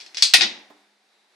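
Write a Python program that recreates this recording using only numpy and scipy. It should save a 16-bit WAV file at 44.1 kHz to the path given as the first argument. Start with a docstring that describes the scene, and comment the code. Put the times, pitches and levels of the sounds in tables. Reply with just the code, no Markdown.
"""Light metallic ticks, as the latch of a steel pet gate rides up its catch and then snaps in.
The gate clacks against its frame, rebounds and rattles, and the frame shudders; soft knocks on wood
and a faint rub follow, in a quiet room with a wooden floor. Each impact excites the normal modes of
the struck body, which decay freely while the room reverberates. The loudest clacks overload the
microphones."""
import sys
import numpy as np
from scipy import signal
from scipy.fft import rfft, irfft, next_fast_len
from scipy.io import wavfile
from scipy.ndimage import uniform_filter1d, minimum_filter1d

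SR = 44100
rng = np.random.default_rng(int(sys.argv[2]) if len(sys.argv) > 2 else 0)


def to_wav(s):
    """Save 16-bit WAV."""
    ch = np.atleast_2d(s).T  # columns
    pcm = np.round(np.clip(ch, -1, 1) * 32767)  # PCM
    wavfile.write(sys.argv[1], SR, pcm.astype(np.int16))


N = 59535


def amp(db):
    """Amplitude ratio of a level in decibels."""
    return 10 ** (np.asarray(db) / 20)


def unit(x):
    """Normalisation to rms 1."""
    return x / np.sqrt(np.mean(x ** 2) + 1e-20)


def along(points, hz):
    """Interpolation of (f/Hz, value) points on a logarithmic frequency axis."""
    f, value = np.transpose(points)
    return np.interp(np.log(hz + 1), np.log(f + 1), value)


def since(start):
    """Elapsed time in seconds, zero before the start."""
    return np.maximum(np.arange(N) / SR - start, 0)


def fade(t, t60):
    """Damping: exponential decay by 60 dB in t60 seconds."""
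    return np.exp(-np.log(1000) * t / t60)


def rise(t, tau):
    """First-order build-up with time constant tau."""
    return 1 - np.exp(-t / tau)


def filtered(x, response):
    """Linear filtering: the spectrum is multiplied by a frequency response."""
    size = next_fast_len(N + SR // 4)
    return irfft(rfft(x, size) * response(np.fft.rfftfreq(size, 1 / SR)), size)[..., :N]


# Correlation between left and right: f/Hz, coefficient
CORRELATION = [(100, .9), (300, 1), (700, 0.94), (1400, 0.37), (3000, .32), (6000, 0.59), (12000, 0.056)]
def noise(spectrum):
    """Partial coherence: coloured stereo noise of rms 1, nearly alike on both sides in the bass."""
    def mid_side_gains(hz):
        angle = np.arccos(np.clip(along(CORRELATION, hz), -1, 1)) / 2
        return amp(along(spectrum, hz)) * [np.cos(angle), np.sin(angle)]
    mid, side = filtered(rng.standard_normal((2, N)), mid_side_gains)
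    return unit(np.array([mid + side, mid - side]))


# Spectrum of the background: f/Hz, relative level/dB
AMBIENT_SPECTRUM = [(40, -41), (120, -35), (195, -9), (250, -9.5), (390, -3.5), (520, -8.5), (770, -2.5),
                    (1150, -8.5), (2060, -5), (3100, -10.5), (3850, -6), (4500, -8.5), (6700, -17),
                    (11000, -21.5), (15000, -41.5)]
# Envelope of the background: t/s, level/dB
AMBIENT_ENVELOPE = [(0, -55.5), (.8, -61.5), (.97, -66.5), (1.07, -65), (1.14, -64), (1.28, -65.5),
                    (1.35, -62.5)]
def room_tone():
    """Ambient noise: a faint broadband hiss whose level drifts slowly."""
    level_db = np.interp(since(0), *np.transpose(AMBIENT_ENVELOPE))
    return noise(AMBIENT_SPECTRUM) * amp(level_db)


# Spectrum of the rub: f/Hz, relative level/dB
RUB_SPECTRUM = [(1500, -36), (3400, -16), (3750, 0), (3950, 1), (4200, -20), (8000, -45)]
def rub(centre_s=1.18, half_width_s=.13, peak_db=-73.5):
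    """Friction noise: a faint, narrow band swells and fades under a Gaussian envelope."""
    swell = np.exp(-((since(0) - centre_s) / half_width_s) ** 2)
    return amp(peak_db) * swell * noise(RUB_SPECTRUM)


# Reverberation time of the room: f/Hz, T60/s
REVERB_TIMES = [(100, .5), (250, 0.54), (800, .68), (2000, 0.52), (4000, 0.39), (7000, .38), (12000, 0.081)]
def reverberation(blows, spectrum, build_up_s=.0058):
    """Diffuse field: the energies of the blows add, build up and decay, the treble fastest."""
    hz, t, bands = signal.stft(noise(spectrum), SR, nperseg=256)
    t60 = along(REVERB_TIMES, hz)[:, None]
    power = 0
    for start, db, *_ in blows:
        age = np.maximum(t - start, 0)
        power = power + (amp(db) * rise(age, build_up_s) * fade(age, t60)) ** 2
    return signal.istft(bands * np.sqrt(power), SR)[1][:, :N]


RING_S, CRACK_T60_S = .4, .008
def ring(start, modes, scatter_db=2, phase_spread_rad=.77):
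    """Free vibration: damped modes, initially near rms 1, reach each microphone in a different phase."""
    hz, db, t60 = np.transpose(modes)
    t = np.arange(int(RING_S * SR), dtype=np.float32) / SR
    phase = rng.uniform(0, 2 * np.pi, len(hz)) + phase_spread_rad * rng.standard_normal((2, len(hz)))
    waves = np.sin((2 * np.pi * hz[:, None] * t + phase[..., None]).astype(np.float32))
    nominal_rms = np.sqrt(np.sum(amp(db) ** 2) / 2)
    gains = amp(db + scatter_db * rng.standard_normal(len(hz))) / nominal_rms
    ringing = np.einsum("cmt,mt->ct", waves, gains[:, None] * fade(t, t60[:, None]))
    return np.pad(ringing, ((0, 0), (max(round(start * SR), 0), N)))[:, :N]


def struck(blows, spectrum, modes, attack_s, ring_t60, modes_db, room_db):
    """Impact excitation: each blow gives a crack, a dense noise-like ring, distinct modes and reverb."""
    dense_power, distinct = np.zeros((2, N)), np.zeros((2, N))
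    for start, db, pan_db, crack_db in blows:  # pan: left minus right; crack: relative to the dense ring
        t = since(start)
        onset = amp([[db + pan_db / 2], [db - pan_db / 2]]) * rise(t, attack_s)
        crack = amp(crack_db) * fade(np.minimum(t, RING_S), CRACK_T60_S)
        dense_power += (onset * (crack + fade(t, ring_t60))) ** 2
        distinct += onset * ring(start, modes)
    direct = noise(spectrum) * np.sqrt(dense_power) + amp(modes_db) * distinct
    return direct + amp(room_db) * reverberation(blows, spectrum)


# Blows on wood: t/s, level/dB, pan/dB, crack/dB
WOOD_BLOWS = [(0.591, -52.5, 0, -6), (0.7027, -47.5, -2, 1)]
# Dense spectrum of the wood: f/Hz, relative level/dB
WOOD_SPECTRUM = [(60, -41), (120, -24), (290, -1), (480, -7), (850, -2), (1300, -10), (4000, -25),
                 (10000, -35)]
# Modes of the wood: f/Hz, relative level/dB, T60/s
WOOD_PARTIALS = [(296, -7.5, 0.39), (417, -7, 0.22), (600, -11, .12), (720, -5, .12), (855, 0, 0.19),
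                 (1030, -4.5, 0.11)]
def wood_knocks():
    """Damped resonance: two soft blows excite the midrange modes of wood."""
    return struck(WOOD_BLOWS, WOOD_SPECTRUM, WOOD_PARTIALS,
                  attack_s=.0007, ring_t60=.11, modes_db=-2, room_db=-10.5)


# Blows of the frame on the walls: t/s, level/dB, pan/dB, crack/dB
FRAME_BLOWS = [(0.34, -42, -2, -1), (.384, -32, 0, 4), (.421, -35, -3.5, 4), (0.438, -41, -5, 2)]
# Dense spectrum of the frame: f/Hz, relative level/dB
FRAME_SPECTRUM = [(40, -32), (100, -21.5), (165, -8), (225, 1.5), (275, -3.5), (335, 2), (430, -8.5),
                  (700, -11), (1100, -10.5), (1800, -35), (4000, -67)]
# Modes of the frame: f/Hz, relative level/dB, T60/s
FRAME_PARTIALS = [(172, -6.5, 0.23), (231, 3, .45), (262, -5.5, .3), (333.4, -3.5, .3)]
def frame_shudder():
    """Structural vibration: the frame shudders against the walls in its low modes."""
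    return struck(FRAME_BLOWS, FRAME_SPECTRUM, FRAME_PARTIALS,
                  attack_s=.004, ring_t60=.15, modes_db=-11, room_db=-6)


# Contacts of the latch with its catch: t/s, level/dB, pan/dB, crack/dB
TICK_BLOWS = [(.002, -43.5, 2, 6.5), (.0095, -40.5, 4, 6), (.063, -47, 2, 15), (0.1457, -36.5, 2, 7.5),
              (0.1704, -27.5, 2, 4), (.1822, -34.5, 1, 14.5), (0.1858, -35, -1.5, 12), (0.21, -36, 2, 1)]
SNAP_BLOW = [(.2234, -10.5, 2, 4.5)]
# Dense spectra of those contacts: f/Hz, relative level/dB
TICK_SPECTRUM = [(88, -67), (150, -39.5), (486, -27), (1250, -24), (1540, -13.5), (2500, -6), (2700, -9),
                 (5300, -3.5), (7640, -21.5), (9820, -24.5), (12600, -42), (15000, -69.5)]
SNAP_SPECTRUM = [(88, -93.5), (150, -64), (284, -36.5), (666, -45), (793, -30.5), (2170, -18.5),
                 (2390, -12.5), (3260, -10.5), (3730, -5), (4620, -3), (6940, -17), (8260, -15),
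                 (15400, -47)]
# Modes of the latch: f/Hz, relative level/dB, T60/s
LATCH_PARTIALS = [(3363, -4.5, .25), (4244, 2, 0.3), (4255, -5.5, 0.1), (4700, -2.5, 0.17), (4552, -1, 0.2),
                  (4700, -6, .26), (4820, -5, .22), (5047, -13, 0.3), (5243, -7, 0.073), (5470, -7, .22),
                  (6480, -4.5, .18), (7940, -12.5, 0.36), (7850, -15, .2)]
def latch():
    """Natural frequencies: the same high modes ring as the latch ticks over its catch and springs home."""
    ticks = struck(TICK_BLOWS, TICK_SPECTRUM, LATCH_PARTIALS,
                   attack_s=.0003, ring_t60=.12, modes_db=-6, room_db=-6)
    snap = struck(SNAP_BLOW, SNAP_SPECTRUM, LATCH_PARTIALS,
                  attack_s=.00016, ring_t60=.19, modes_db=-3, room_db=-11.5)
    return ticks + snap


# Blows of the gate on its frame: t/s, level/dB, pan/dB, crack/dB
GATE_BLOWS = [(0.3371, -3, 2, 1.5), (.4093, -14.5, 6.5, 5.5), (0.4186, -15.5, 2, 4), (0.4331, -16.5, 3, -4)]
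# Dense spectrum of the gate: f/Hz, relative level/dB
GATE_SPECTRUM = [(59, -64), (100, -43), (587, -24), (822, -14), (1060, -24.5), (1750, -11.5), (1910, -4.5),
                 (2160, -7.5), (2670, -5), (3030, -6), (3820, -0.5), (4070, -3.5), (4720, -3),
                 (7500, -16.5), (8880, -17), (12700, -27), (15400, -47.5)]
# Modes of the steel bars: f/Hz, relative level/dB, T60/s
BAR_PARTIALS = [(719, -7, 0.086), (1446, -6.5, 0.13), (1860, -2.5, .12), (1929, -7, .18), (2467, -8, .33),
                (2594, -1, 0.19), (3560, -4, .28), (3850, -4, .28), (3820, 0.5, 0.3), (4365, -5, 0.24),
                (4758, -1, 0.12), (4875, 1, 0.15), (8823, -11, 0.28), (9560, -7.5, 0.14)]
# Two lightly damped notes that outlast the clacks: f/Hz, level/dB, T60/s
LINGERING_PARTIALS = [(207, -61, 2.3), (3572, -61, 2.1)]
def gate(rebound_cutoff_hz=6430):
    """Inelastic collision: the gate hits its frame and rings; the softer rebounds carry less treble."""
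    steel = dict(attack_s=.00043, ring_t60=.13, modes_db=-6, room_db=-13.5)
    clack = struck(GATE_BLOWS[:1], GATE_SPECTRUM, BAR_PARTIALS, **steel)
    rebounds = struck(GATE_BLOWS[1:], GATE_SPECTRUM, BAR_PARTIALS, **steel)
    low_pass = lambda hz: 1 / np.sqrt(1 + (hz / rebound_cutoff_hz) ** 10)
    t = since(GATE_BLOWS[0][0])
    notes = sum(amp(db) * fade(t, t60) * np.sin(2 * np.pi * hz * t) for hz, db, t60 in LINGERING_PARTIALS)
    return clack + filtered(rebounds, low_pass) + notes


def scene():
    """Superposition: the pressures of all sources add at the two microphones."""
    return latch() + gate() + frame_shudder() + wood_knocks() + rub() + room_tone()


def record(dry, threshold=1.2, window_s=.0003, low_cut_hz=110, top_hz=15500):
    """Peak limiting and finite bandwidth: the loudest peaks are held down, then bass and top are cut."""
    size = int(window_s * SR)
    needed_gain = threshold / np.maximum(np.abs(dry), threshold)
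    limited = dry * uniform_filter1d(minimum_filter1d(needed_gain, size), size)
    high_pass = lambda hz: (1j * hz / (low_cut_hz + 1j * hz)) ** 2
    band_limit = lambda hz: np.clip((top_hz - hz) / 600 + .5, 0, 1)  # the edge is 600 Hz wide
    return filtered(limited, lambda hz: high_pass(hz) * band_limit(hz))


dry = scene()
out = record(dry)
to_wav(out)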